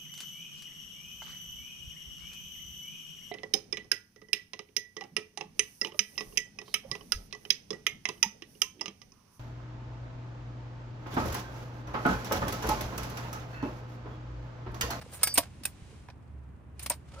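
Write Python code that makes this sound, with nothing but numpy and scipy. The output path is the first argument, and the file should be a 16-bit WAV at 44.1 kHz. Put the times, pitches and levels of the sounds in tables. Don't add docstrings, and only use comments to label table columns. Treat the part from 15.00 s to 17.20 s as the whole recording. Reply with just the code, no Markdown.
import sys
import numpy as np
from scipy import signal
from scipy.fft import rfft, irfft
from scipy.io import wavfile

SR = 44100
rng = np.random.default_rng(int(sys.argv[2]) if len(sys.argv) > 2 else 0)


def digitize_waveform(pressure):
    field = np.atleast_2d(pressure).T
    bounded = np.clip(field, -1, 1)
    quanta = np.round(bounded * 32767).astype(np.int16)
    wavfile.write(sys.argv[1], SR, quanta)


N = 97020
T = np.arange(N) / SR


def from_db(db):
    return 10 ** (np.asarray(db) / 20)


def rms_one(x):
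    return x / np.sqrt(np.mean(x ** 2) + 1e-20)


def level(rows):
    return from_db(np.interp(T, *np.transpose(rows)))


def at_hz(points, hz):
    f, v = np.transpose(points)
    return np.interp(np.log(hz + 1), np.log(f), v)


def drift(hz):
    r = np.exp(-2 * np.pi * hz / SR)
    smooth = signal.lfilter([1], [1, -2 * r, r * r], rng.standard_normal(2 * N))
    return rms_one(smooth[N:])


def noise(spectrum, likeness):
    hz = np.arange(N // 2 + 1) * SR / N
    mid, side = rfft(rng.standard_normal((2, N)))
    alike = np.clip(at_hz(likeness, hz), -1, 1)
    low_edge = np.minimum(hz / spectrum[0][0], 1) ** 2
    colour = low_edge * from_db(at_hz(spectrum, hz))
    stereo = np.sqrt(1 + alike) * mid + np.sqrt(1 - alike) * side * [[1], [-1]]
    return rms_one(irfft(colour * stereo, N))


def tone(hz, waver, rate_hz):
    wandering_hz = hz * (1 + waver * drift(rate_hz))
    return np.sqrt(2) * np.sin(2 * np.pi * np.cumsum(wandering_hz) / SR)


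# f/Hz, likeness (0-1)
LIKENESS = [(1200, 0.85), (5000, 0)]


def rubbing(levels, colour, rough_db, rate_hz):
    roughness = rms_one(from_db(rough_db * drift(rate_hz)))
    return level(levels) * noise(colour, LIKENESS) * roughness


RING_RISE_S, PHASE_SPREAD_HZ = 0.0005, 9000


def struck(modes, blows, t60_s, rise_s=RING_RISE_S):
    hz, db = np.transpose(modes)
    t = T[:SR // 4]
    out = np.zeros((2, N + SR))
    envelope = from_db(-60 * t / t60_s) * (1 - np.exp(-t / rise_s))
    rings = envelope * np.exp(2j * np.pi * hz[:, None] * t)
    for s, blow_db in blows:
        size, phase, apart = rng.standard_normal((3, len(modes)))
        share = from_db(db + 2 * size)
        share = share / np.sqrt(np.sum(share ** 2) / 2)
        turn = np.pi * phase + apart * hz / PHASE_SPREAD_HZ * [[0.5], [-0.5]]
        start = int(max(s, 0) * SR)
        blow = ((share * np.exp(1j * turn)) @ rings).imag
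        out[:, start:start + len(t)] += from_db(blow_db) * blow
    return out[:, :N]


# f/Hz, relative level/dB
AIR = [(25, -33.5), (47, -15), (72, -9), (135, -13), (326, -25.5), (590, -32.5), (1000, -33.5),
       (2700, -47.5), (5000, -68), (16000, -69.5)]
# f/Hz, likeness (0-1)
AIR_LIKENESS = [(120, .86), (1000, .2)]
# t/s, f/Hz, level/dB
DRONE = [(.4, 84, -55), (1.18, 70.24, -58), (1.3, 74.64, -49), (1.46, 67, -43), (1.62, 69.73, -57.5),
         (1.78, 71.47, -50), (2.15, 73.46, -51)]
AIR_DB = -51
DRONE_UPPER_HZ, DRONE_UPPER_DB, DRONE_WAVER = 126, -60, 0.016


def background():
    s, hz, db = np.transpose(DRONE)
    low = from_db(np.interp(T, s, db)) * tone(np.interp(T, s, hz), DRONE_WAVER, rate_hz=6)
    upper = from_db(DRONE_UPPER_DB) * tone(DRONE_UPPER_HZ, DRONE_WAVER, rate_hz=6)
    return from_db(AIR_DB) * noise(AIR, AIR_LIKENESS) + low + upper


CLACK_RISE_S, CLACK_T60_S = 0.0006, 0.041
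ECHO_DB, ECHO_T60_S = -16, 0.14


def clack_shape(s, chatter_s):
    age = np.maximum(T - s, 0)
    after = np.maximum(age - chatter_s, 0)
    direct = from_db(-60 * after / CLACK_T60_S)
    echoes = from_db(ECHO_DB - 60 * after / ECHO_T60_S)
    return (1 - np.exp(-age / CLACK_RISE_S)) * np.hypot(direct, echoes)


# t/s, chatter/s, low-mid level/dB, presence level/dB, treble level/dB
CLACKS = [(0.013, 0.011, -48, -53, -56), (0.2315, 0.0047, -34, -25.5, -16.5),
          (0.272, 0.001, -31, -26.5, -22.5), (0.3437, .002, -63, -46, -29),
          (0.354, 0.013, -51.5, -40, -40.5), (0.3748, 0.01, -29, -21, -19.5),
          (0.6347, 0.0017, -52.5, -43.5, -41), (0.6526, 0.002, -40, -31, -23.5),
          (0.671, 0.0022, -49, -55, -52), (1.085, .004, -49, -62, -72), (1.1, 0.002, -50.5, -53, -72.5),
          (1.7941, 0.0015, -47.5, -42.5, -38.5), (1.825, 0.0086, -60, -55, -41),
          (1.8605, 0.004, -41, -36.5, -34.5), (1.8981, 0.002, -39, -37, -22),
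          (1.903, 0.0043, -31, -40, -48), (1.915, 0.0067, -49, -39, -60), (1.93, 0.009, -50, -47, -54)]
# f/Hz, relative level/dB
LOW_MID = [(150, -22), (280, -4), (400, -14), (640, 0), (800, -1), (1000, 0.5), (1350, -5), (1700, -0.5),
           (2300, -8.5), (4000, -43.5)]
PRESENCE = [(900, -35.5), (1700, -12.5), (2400, 0), (3400, -5.5), (4300, -3.5), (5300, -1), (6800, -18),
            (9500, -27.5)]
TREBLE = [(4500, -29), (6800, -6), (7900, -5.5), (9200, 6.5), (10600, -6), (12500, -9.5), (14300, 0.5),
          (16000, -21)]
GRAIN_DB, GRAIN_HZ = 3.0, 1480


def clacks():
    rows = np.array(CLACKS)
    shapes = np.array([clack_shape(s, chatter_s) for s, chatter_s in rows[:, :2]])
    cracks = np.zeros((2, N))
    for db, colour in zip(rows[:, 2:].T, (LOW_MID, PRESENCE, TREBLE)):
        envelope = np.sqrt(from_db(db) ** 2 @ shapes ** 2)
        cracks += envelope * noise(colour, LIKENESS)
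    grain = rms_one(from_db(GRAIN_DB * drift(GRAIN_HZ)))
    return cracks * grain


# t/s, f/Hz, level/dB
BUMPS = [(.062, 500, -40.5), (.612, 264, -40), (0.82, 84, -33), (0.926, 440, -44)]
BUMP_RISE_S, BUMP_T60_S = 0.0021, 0.034


def bumps():
    return sum(struck([(hz, 0)], [(s, db)], BUMP_T60_S, BUMP_RISE_S) for s, hz, db in BUMPS)


# t/s, level/dB
PULL_LEVEL = [(.085, -62.5), (.135, -46), (.2, -50.5), (.228, -44), (.335, -57), (.44, -54), (.56, -75.5),
              (2.0, -84), (2.1, -64), (2.16, -56)]
# f/Hz, relative level/dB
PULL = [(200, -16.5), (550, -5), (1400, -9), (4000, -14), (9000, -19), (15000, -38)]


def rope_pull():
    return rubbing(PULL_LEVEL, PULL, rough_db=4.0, rate_hz=38)


# t/s, level/dB
SLIDE_LEVEL = [(.085, -76), (.145, -45.5), (.18, -50.5), (.2, -66), (.29, -50), (.36, -73.5), (.6, -88.5)]


def pawl_slide():
    return rubbing(SLIDE_LEVEL, TREBLE, rough_db=2.5, rate_hz=300)


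# t/s, level/dB
PAWL_HITS = [(.2322, -20), (0.3401, -22.5), (.3775, -20.5), (1.831, -38), (1.898, -26)]
# f/Hz, relative level/dB
PAWL = [(7106, -15.5), (8260, 0.5), (8586, 8), (8938, -0.5), (9095, -3.5), (9660, -6), (10200, -6.5),
        (12480, -4), (13322, -5), (13724, -5.5), (14220, -1.5)]


def pawl_ring():
    return struck(PAWL, PAWL_HITS, t60_s=0.082)


# t/s, level/dB
COVER_HITS = [(.2325, -25), (0.272, -36.5), (.379, -33)]
# f/Hz, relative level/dB
COVER = [(1290, -5), (1668, -2), (2190, -1.5), (3750, -5.5), (5185, -0.5)]


def cover_ring():
    return struck(COVER, COVER_HITS, t60_s=0.085)


# t/s, level/dB
SQUEAK_LEVEL = [(.25, -67.5), (.266, -42.5), (.328, -45), (.348, -58.5), (.38, -73.5)]
# f/Hz, relative level/dB
SQUEAK_TONES = [(4685, 3), (5683, -2), (13724, -21.5)]
SQUEAK_WAVER = 0.0012


def squeak():
    sounding = (T > SQUEAK_LEVEL[0][0]) & (T < SQUEAK_LEVEL[-1][0])
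    tones = sum(from_db(db) * tone(hz, SQUEAK_WAVER, rate_hz=60) for hz, db in SQUEAK_TONES)
    return sounding * level(SQUEAK_LEVEL) * tones


# t/s, level/dB
KNOCKS = [(0.3803, -18.5), (1.089, -50.5), (1.9025, -28)]
# f/Hz, relative level/dB
HOUSING = [(208, -12), (290, -7), (545, -5.5), (615, -2), (685, 0), (958, -1), (1110, -4.5)]


def housing_knocks():
    return struck(HOUSING, KNOCKS, t60_s=0.071, rise_s=0.0014)


# t/s, level/dB
REWIND_LEVEL = [(.58, -65), (.93, -61.5), (1.07, -68), (1.15, -81), (1.75, -84.5), (1.82, -52), (1.95, -71),
                (2.04, -73.5), (2.2, -62)]
# f/Hz, relative level/dB
REWIND = [(500, -10), (2400, 0.5), (4200, -4.5), (9500, -8), (14000, -27.5), (16000, -32.5)]


def rope_rewind():
    return rubbing(REWIND_LEVEL, REWIND, rough_db=0.5, rate_hz=150)


# t/s, level/dB
SNAPS = [(.6528, -32.5)]
# f/Hz, relative level/dB
SNAP = [(668, -11.5), (1580, -4.5), (2400, -1.5), (2570, -1), (3530, -7)]


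def ratchet_snap():
    return struck(SNAP, SNAPS, t60_s=0.045)


# t/s, level/dB
GROAN_LEVEL = [(2.12, -75), (2.165, -55), (2.2, -54.5)]
# f/Hz, relative level/dB
GROAN_TONES = [(530, 2), (900, -4.5), (1270, -1.5)]
GROAN_WAVER, GROAN_OCTAVES_PER_S = 0.028, 1.2


def groan():
    age = T - GROAN_LEVEL[0][0]
    climb = 2 ** (GROAN_OCTAVES_PER_S * np.maximum(age, 0))
    tones = np.zeros(N)
    for hz, db in GROAN_TONES:
        flutter = rms_one(2 + drift(80))
        tones += from_db(db) * tone(hz * climb, GROAN_WAVER, rate_hz=86.5) * flutter
    return (age > 0) * level(GROAN_LEVEL) * tones


RIGHT_LAG_S, LAG_BELOW_HZ, PAN_DB = 0.000056, 10000, -0.62


def lagged(x):
    hz = np.arange(N // 2 + 1) * SR / N
    lag_s = RIGHT_LAG_S / (1 + (hz / LAG_BELOW_HZ) ** 6)
    return irfft(rfft(x) * np.exp(-2j * np.pi * hz * lag_s), N)


def scene():
    rope = rope_pull() + rope_rewind() + groan()
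    ringing = pawl_ring() + cover_ring() + housing_knocks() + ratchet_snap()
    left, right = clacks() + bumps() + pawl_slide() + squeak() + rope + ringing
    starter = np.array([left, lagged(right)])
    return (starter + background()) * from_db([[PAN_DB], [-PAN_DB]])


NOTCH_HZ, NOTCH_Q = 11600, 14
STOP_HZ, STOP_DB = 16800, 70


def record(dry):
    coloured = signal.lfilter(*signal.iirnotch(NOTCH_HZ, NOTCH_Q, fs=SR), dry)
    top_cut = signal.cheby2(12, STOP_DB, STOP_HZ, fs=SR, output="sos")
    return signal.sosfilt(top_cut, coloured)


dry = scene()
out = record(dry)
digitize_waveform(out)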